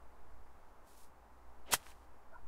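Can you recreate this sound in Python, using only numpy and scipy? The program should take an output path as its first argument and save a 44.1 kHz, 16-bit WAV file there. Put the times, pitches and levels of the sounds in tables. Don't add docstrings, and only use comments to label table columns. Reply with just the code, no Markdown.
import sys
import numpy as np
from scipy import signal
from scipy.fft import rfft, irfft, next_fast_len
from scipy.io import wavfile
from scipy.ndimage import map_coordinates

SR = 44100
rng = np.random.default_rng(int(sys.argv[2]) if len(sys.argv) > 2 else 0)


def wav_out(sig):
    wavfile.write(sys.argv[1], SR, np.round(np.clip(np.atleast_2d(sig).T, -1, 1) * 32767).astype(np.int16))


N = 109323
DEEPEST_S, STRIKE_S = 1.7364, 1.7377


def amp(db):
    return 10 ** (np.asarray(db) / 20)

def unit(x):
    return x / np.sqrt(np.mean(x ** 2) + 1e-20)

def clock():
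    return np.arange(N) / SR

def wobble(rate):
    return map_coordinates(rng.standard_normal(int(N * rate / SR) + 4), [clock() * rate])

def contour(points):
    return amp(np.interp(clock(), *np.transpose(points)))

def colour(x, points):
    size = 2 * next_fast_len(N)
    hz, db = np.transpose(points)
    log_hz = np.log(np.fft.rfftfreq(size, 1 / SR) + 1)
    cepstrum = irfft(np.log(amp(np.interp(log_hz, np.log(hz + 1), db))))
    cepstrum[1:size // 2] *= 2
    cepstrum[size // 2 + 1:] = 0
    response = np.exp(rfft(cepstrum))
    return irfft(rfft(x, size) * response / np.sqrt(np.mean(np.abs(response) ** 2)))[:N]

def noise(points):
    return unit(colour(rng.standard_normal(N), points))

def grains(points, per_s, spread_db):
    hits = (rng.random(N) < per_s / SR) * np.sign(rng.standard_normal(N))
    sizes = amp(spread_db * np.clip(rng.standard_normal(N), -2, 2))
    return unit(colour(hits * sizes, points))

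def dying(start, t60):
    t = clock() - start
    return (t >= 0) * np.exp(-np.log(1000) * np.abs(t) / t60)

def ring(start, hz, t60):
    return dying(start, t60) * np.sin(2 * np.pi * hz * (clock() - start))

def passing_db(rise_db_per_s, fall_db_per_s, round_s=.0046):
    t = clock() - DEEPEST_S
    return -np.where(t < 0, rise_db_per_s, fall_db_per_s) * (np.hypot(t, round_s) - round_s)

def swells(rows, attack_s, release_s):
    t = clock()
    return sum(amp(db) * np.exp(-np.maximum(start - t, 0) / attack_s - np.maximum(t - end, 0) / release_s)
               for start, end, db in rows)


# t/s, level/dB
GUSTS = [(0, -49), (.15, -51.5), (.35, -43.5), (.6, -49.5), (.8, -53), (1.3, -56), (1.6, -53), (1.8, -48),
         (2.0, -49.5), (2.25, -55), (2.45, -41.5)]
# f/Hz, relative level/dB
WIND_SPECTRUM = [(2, 8.5), (5, 2), (10, -7), (20, -17.5), (40, -19.5), (80, -27.5), (140, -47), (400, -80)]
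def wind():
    return contour(GUSTS) * noise(WIND_SPECTRUM)

# f/Hz, relative level/dB
RUSH_SPECTRUM = [(59, -35.5), (100, -3), (140, -12), (223, -6), (370, -6), (411, -5), (477, -7.5),
                 (564, -6), (742, -4), (843, -0.5), (936, -2.5), (1160, -6), (3250, -28), (15500, -34)]
def distant_rush():
    return amp(-64 + .48 * wobble(3)) * noise(RUSH_SPECTRUM)

# t/s, relative level/dB
HUM_SWELL = [(0, 1.5), (.3, 0), (.6, -1), (.85, -5), (1.2, -2), (1.5, 2.5), (1.85, 1), (2.0, 5), (2.15, 0),
             (2.4, -7)]
def low_hum(hz=59.4):
    tone = unit(np.sin(2 * np.pi * hz * clock() + .8 * wobble(12)))
    return amp(-67.5 + 2.5 * wobble(14)) * contour(HUM_SWELL) * tone

# start t/s, end t/s, level/dB
BRUSHES = [(.876, .948, -69.5), (.982, 1.045, -67.3)]
# f/Hz, relative level/dB
BLADE_SPECTRUM = [(500, -20), (2000, -3), (4000, 2.5), (8000, 4), (11000, 4), (15500, -2.5)]
def backswing():
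    return swells(BRUSHES, attack_s=.015, release_s=.024) * grains(BLADE_SPECTRUM, 9000, spread_db=5.5)

# f/Hz, relative level/dB
AIR_BODY = [(100, -24), (250, -12), (400, -2), (800, -3.5), (1600, -15.5), (3000, -15.5), (6000, -33),
            (12000, -60)]
AIR_HISS = [(500, -19), (2800, 10), (4500, -1.5), (9000, -12.5), (12000, -28), (15000, -45)]
def swish(start_s=1.662, onset_s=.012, brightening=2.1):
    speed_db = passing_db(rise_db_per_s=152, fall_db_per_s=490)
    onset = (1 + np.tanh((clock() - start_s) / onset_s)) / 2
    body = amp(speed_db) * noise(AIR_BODY)
    hiss = amp(-2 + brightening * speed_db) * noise(AIR_HISS)
    return amp(-49.5) * onset * (body + hiss)

# f/Hz, relative level/dB
TEAR_SPECTRUM = [(100, -10), (300, -8), (450, -7.5), (650, -2.5), (1300, -2.5), (2200, -3.5), (3200, -2),
                 (4800, -3), (6000, -2.5), (8500, -1.5), (12500, -6), (15500, -11.5)]
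def tearing(enter_s=1.7098):
    level_db = -27 + passing_db(rise_db_per_s=1130, fall_db_per_s=930)
    return (clock() > enter_s) * amp(level_db) * grains(TEAR_SPECTRUM, 11000, spread_db=2)

# t/s, level/dB, f/Hz
STEM_SNAPS = [(1.7247, -18, 3500), (1.7368, -15.5, 6500), (1.7417, -20.5, 1510), (1.7504, -23, 9500),
              (1.8295, -48, 2800), (1.8670, -36.5, 1870), (1.9050, -48.5, 9060), (1.9190, -43, 2190)]
def stem_snaps():
    return sum(amp(db) * ring(start, hz, t60=.002) for start, db, hz in STEM_SNAPS)

# f/Hz, relative level/dB, t60/s
STRIKE_TONES = [(1067, -2, 0.0037), (1419, -29.5, .04), (1745, -29, .035), (1938, -28, .03),
                (2740, -30, .035), (3220, -30.5, 0.049), (5820, -30, 0.04), (6152, -31, 0.051),
                (8580, -35, 0.044)]
# f/Hz, relative level/dB
TURF_SPECTRUM = [(25, -24), (60, 3), (110, -1.5), (200, -12), (400, -18.5), (700, -28), (3000, -63.5)]
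def strike(contact_s=.0005):
    squash = 1 - np.exp(-np.abs(clock() - STRIKE_S) / contact_s)
    knock = squash * sum(amp(db) * ring(STRIKE_S, hz, t60) for hz, db, t60 in STRIKE_TONES)
    crack = dying(STRIKE_S, t60=.003) * rng.uniform(-.9, 1, N)
    thud = dying(STRIKE_S, t60=.11) * noise(TURF_SPECTRUM)
    return amp(-2.5) * knock + amp(-21.5) * crack + amp(-43.5) * thud

# start t/s, end t/s, level/dB
SHOWERS = [(1.76, 1.845, -67), (1.862, 1.92, -63), (1.94, 2.05, -77.5)]
# f/Hz, relative level/dB
RUSTLE_SPECTRUM = [(300, -11.5), (900, -2.5), (1500, 3), (3000, -0.5), (6000, -3.5), (10000, -5),
                   (15500, -13)]
def clippings():
    return swells(SHOWERS, attack_s=.012, release_s=.01) * grains(RUSTLE_SPECTRUM, 4100, spread_db=4)

def ground_echo(x):
    tail = dying(0, t60=.26) * noise([(100, -7.5), (1000, -2.5), (2500, -4), (12000, -19.5)])
    return signal.fftconvolve(x, tail / np.linalg.norm(tail))[:N]

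# peak t/s, half-length/s, f/Hz, width/Hz, level/dB
CALL_RESONANCES = [(2.33, .009, 640, 90.04, -62), (2.352, .016, 1437, 259.6, -59),
                   (2.362, .009, 986, 89.76, -55), (2.393, .009, 727, 150, -65)]
def far_call():
    t = clock()
    call = np.zeros(N)
    for peak_s, half_s, hz, width, db in CALL_RESONANCES:
        roughness = wobble(width) + 1j * wobble(width)
        band = unit(np.real(roughness * np.exp(2j * np.pi * hz * t)))
        call += amp(db) * band / (1 + ((t - peak_s) / half_s) ** 2)
    return call

def scene():
    outdoors = wind() + distant_rush() + low_hum()
    stroke = backswing() + swish() + tearing() + stem_snaps() + strike() + clippings()
    return (outdoors + stroke + amp(-37.5) * ground_echo(stroke) + far_call())[None]

def record(dry, top_hz=15850, taper_hz=250):
    size = 2 * next_fast_len(N)
    ramp = np.clip((top_hz - np.fft.rfftfreq(size, 1 / SR)) / taper_hz, 0, 1)
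    return irfft(rfft(dry, size) * np.sin(np.pi / 2 * ramp) ** 2, size)[:, :N]


dry = scene()
out = record(dry)
wav_out(out)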